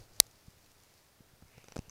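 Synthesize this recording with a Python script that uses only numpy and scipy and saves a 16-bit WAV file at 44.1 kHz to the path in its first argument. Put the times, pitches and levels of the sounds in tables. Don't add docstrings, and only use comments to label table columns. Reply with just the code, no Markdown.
import sys
import numpy as np
from scipy import signal
from scipy.fft import rfft, irfft, next_fast_len
from scipy.io import wavfile

SR = 44100
rng = np.random.default_rng(int(sys.argv[2]) if len(sys.argv) > 2 else 0)


def file_out(sig):
    cols = np.atleast_2d(sig).T
    lim = np.clip(cols, -1, 1)
    pcm = np.round(lim * 32767).astype(np.int16)
    wavfile.write(sys.argv[1], SR, pcm)


N = 83790
CONTACT_RISE_S = .0003


def amp(db):
    return 10 ** (np.asarray(db) / 20)


def unit(x):
    return x / np.sqrt(np.mean(x ** 2) + 1e-20)


def curves(rows):
    times_s, *columns = np.transpose(rows)
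    return [np.interp(np.arange(N) / SR, times_s, column) for column in columns]


def filtered(x, response):
    size = next_fast_len(N + SR // 2)
    return irfft(rfft(x, size) * response(np.fft.rfftfreq(size, 1 / SR)), size)[:N]


def noise(colour):
    points_hz, gain_db = np.transpose(colour)
    response = lambda hz: amp(np.interp(np.log(hz + 1), np.log(points_hz + 1), gain_db))
    return unit(filtered(rng.standard_normal(N), response))


def since(start_s):
    return np.maximum(np.arange(N) / SR - start_s, 0)


def strike(t, rise_s, t60_s):
    return (1 - np.exp(-t / rise_s)) * np.exp(-np.log(1000) * np.minimum(t / t60_s, 10))


def ring(start_s, modes, rise_s=CONTACT_RISE_S):
    t = np.arange(SR // 20) / SR
    vibration = sum(amp(db) * strike(t, rise_s, t60_s) * np.sin(2 * np.pi * hz * t)
                    for hz, db, t60_s in modes)
    out = np.zeros(N + SR)
    out[round(start_s * SR):][:len(t)] = vibration
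    return out[:N]


def hard_click():
    # pitch_hz, level_db, t60_s
    modes = [(540.0, -18.3, 0.0072), (860.0, -13.0, 0.0059), (1520.0, -5.7, 0.003), (2030.0, -11.5, 0.007),
             (2810.0, -8.0, 0.0035), (4220.0, -1.9, 0.0037), (4650.0, 6.1, 0.0035), (6070.0, 15.3, 0.0017),
             (7350.0, -2.2, 0.0037), (8210.0, 7.8, 0.0029), (9160.0, 3.5, 0.0044), (10550.0, 13.9, 0.0014),
             (13350.0, 11.4, 0.0013)]
    return ring(start_s=.2012, modes=modes, rise_s=.00025)


def handling_clicks(puff_t60_s=.011, knock_t60_s=.012, ring_t60_s=.008):
    # start_s, puff_db, knock_db, ring_db, ring_hz
    impacts = [(1.4239, -61, -52.5, -70, 5700), (1.5804, -50, -49, -61, 4650),
               (1.6421, -48, -54, -53, 6400), (1.6840, -45.5, -47, -45, 5920),
               (1.7216, -43, -46, -40, 5670), (1.76, -39, -42.5, -50, 8060),
               (1.7655, -37, -39.5, -57, 5740), (1.7788, -40.5, -45.5, -44.5, 6050),
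               (1.7897, -38, -38.5, -53, 4250), (1.8955, -48.5, -70, -34, 6100)]
    # frequency_hz, gain_db
    puff_colour = [(300, -4), (1300, 7.5), (1700, -3.5), (2400, 2), (3100, -5.5), (4400, 0.5), (5700, 0.5),
                   (7000, -4.5), (8300, -6), (10000, -10), (15000, -22)]
    # pitch_hz, gain_db
    knock_modes = [(190, 1.5), (480, 4.5), (740, -1), (1300, -9.5)]
    body = [(hz, db, knock_t60_s) for hz, db in knock_modes]
    puff_envelope = sum(amp(puff_db) * strike(since(start_s), CONTACT_RISE_S, puff_t60_s)
                        for start_s, puff_db, *_ in impacts)
    out = puff_envelope * noise(puff_colour)
    for start_s, _, knock_db, ring_db, ring_hz in impacts:
        out += amp(knock_db) * ring(start_s, body)
        out += ring(start_s, [(ring_hz, ring_db, ring_t60_s)])
    return out


def nibbles(t60_s=.013):
    # start_s, level_db
    bites = [(0.161, -60), (0.1634, -54.5), (.2664, -50.5), (0.3115, -53.5), (0.3569, -57.5), (0.467, -57),
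             (.5034, -58.5), (0.6612, -53), (.7166, -54), (.8244, -58.5), (.8350, -54), (.8454, -60.5),
             (.9388, -58)]
    # frequency_hz, gain_db
    colour = [(1000, -12), (3000, -5), (4500, -2), (6500, 2.5), (9500, -6), (15000, -13)]
    envelope = sum(amp(db) * strike(since(start_s), CONTACT_RISE_S, t60_s) for start_s, db in bites)
    return envelope * noise(colour)


def rustle(crinkles_per_s=60, crinkle_decay_s=.0012, crinkle_db=9):
    # time_s, level_db
    envelope = [(0, -60.5), (.08, -75.5), (.17, -65), (.22, -65.5), (.29, -71), (.4, -71), (.48, -69.5),
                (.58, -70.5), (.71, -71.5), (.77, -72.5), (.83, -70.5), (1.05, -72.5), (1.25, -79.5),
                (1.5, -72), (1.75, -70), (1.86, -72)]
    # frequency_hz, gain_db
    colour = [(500, -56), (2000, -17), (3200, -20.5), (4800, -12.5), (6200, -15.5), (8500, -22),
              (15000, -27)]
    impulses = (rng.random(N) < crinkles_per_s / SR) * rng.random(N)
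    crinkles = signal.lfilter([1], [1, -np.exp(-1 / (crinkle_decay_s * SR))], impulses)
    level_db, = curves(envelope)
    return amp(level_db) * unit(noise(colour) * (1 + amp(crinkle_db) * crinkles))


def swish(half_width_hz=450):
    # time_s, level_db, centre_hz
    glide = [(1.42, -85.5, 2165), (1.50, -73.5, 2250), (1.585, -66, 2420), (1.65, -73.5, 2572),
             (1.75, -75, 2636), (1.86, -74, 2790), (1.9, -77, 2710)]
    level_db, centre_hz = curves(glide)
    low_noise = unit(filtered(rng.standard_normal(N), lambda hz: 1 / (1 + (hz / half_width_hz) ** 2)))
    carrier = np.sin(2 * np.pi * np.cumsum(centre_hz) / SR)
    started = since(glide[0][0]) > 0
    return started * amp(level_db) * unit(low_noise * carrier)


def bumps(slow_push_db=-17, slow_pitch_ratio=.36):
    # centre_s, level_db, centre_hz
    pulses = [(.2120, -46.5, 24.8), (0.484, -44.5, 107), (0.572, -60, 109), (1.2077, -49.5, 166),
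              (1.338, -56, 90), (1.4250, -47, 170), (1.436, -54.5, 70), (1.4577, -59.5, 91),
              (1.579, -51, 130), (1.7662, -28.5, 367), (1.7915, -29, 136), (1.8835, -49.5, 105)]
    t = np.arange(N) / SR
    push = lambda phase: phase * np.exp(.5 - .5 * np.minimum(np.abs(phase), 10) ** 2)
    out = np.zeros(N)
    for centre_s, level_db, centre_hz in pulses:
        phase = 2 * np.pi * centre_hz * (t - centre_s)
        out += amp(level_db) * (push(phase) + amp(slow_push_db) * push(phase * slow_pitch_ratio))
    return out


def background(hiss_db=-66):
    # frequency_hz, gain_db
    hiss_colour = [(25, -16), (80, 4), (160, -6), (450, -5), (1000, -9), (1700, -10.5), (3000, -14.5),
                   (5200, -15), (8000, -17.5), (15500, -18)]
    # frequency_hz, gain_db
    rumble_colour = [(20, 11.5), (45, -7.5), (110, 1.5), (220, -13.5), (600, -13.5), (1500, -24.5),
                     (4000, -119)]
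    # time_s, level_db
    rumble_envelope = [(0, -50), (.07, -61), (.17, -57.5), (.23, -60), (.36, -64.5), (.7, -65.5),
                       (1.05, -71), (1.55, -63.5), (1.72, -62), (1.8, -62), (1.9, -57)]
    rumble_db, = curves(rumble_envelope)
    return amp(hiss_db) * noise(hiss_colour) + amp(rumble_db) * noise(rumble_colour)


def scene():
    contacts = hard_click() + nibbles() + handling_clicks() + bumps()
    return (contacts + rustle() + swish() + background())[None]


def record(dry, clip_level=.98, low_cut_hz=26, top_hz=15600):
    clipped = dry[0] / (1 + np.abs(dry[0] / clip_level) ** 6) ** (1 / 6)
    high_passed = filtered(clipped, lambda hz: 1j * hz / (low_cut_hz + 1j * hz))
    return filtered(high_passed, lambda hz: 1 / np.sqrt(1 + (hz / top_hz) ** 120))[None]


dry = scene()
out = record(dry)
file_out(out)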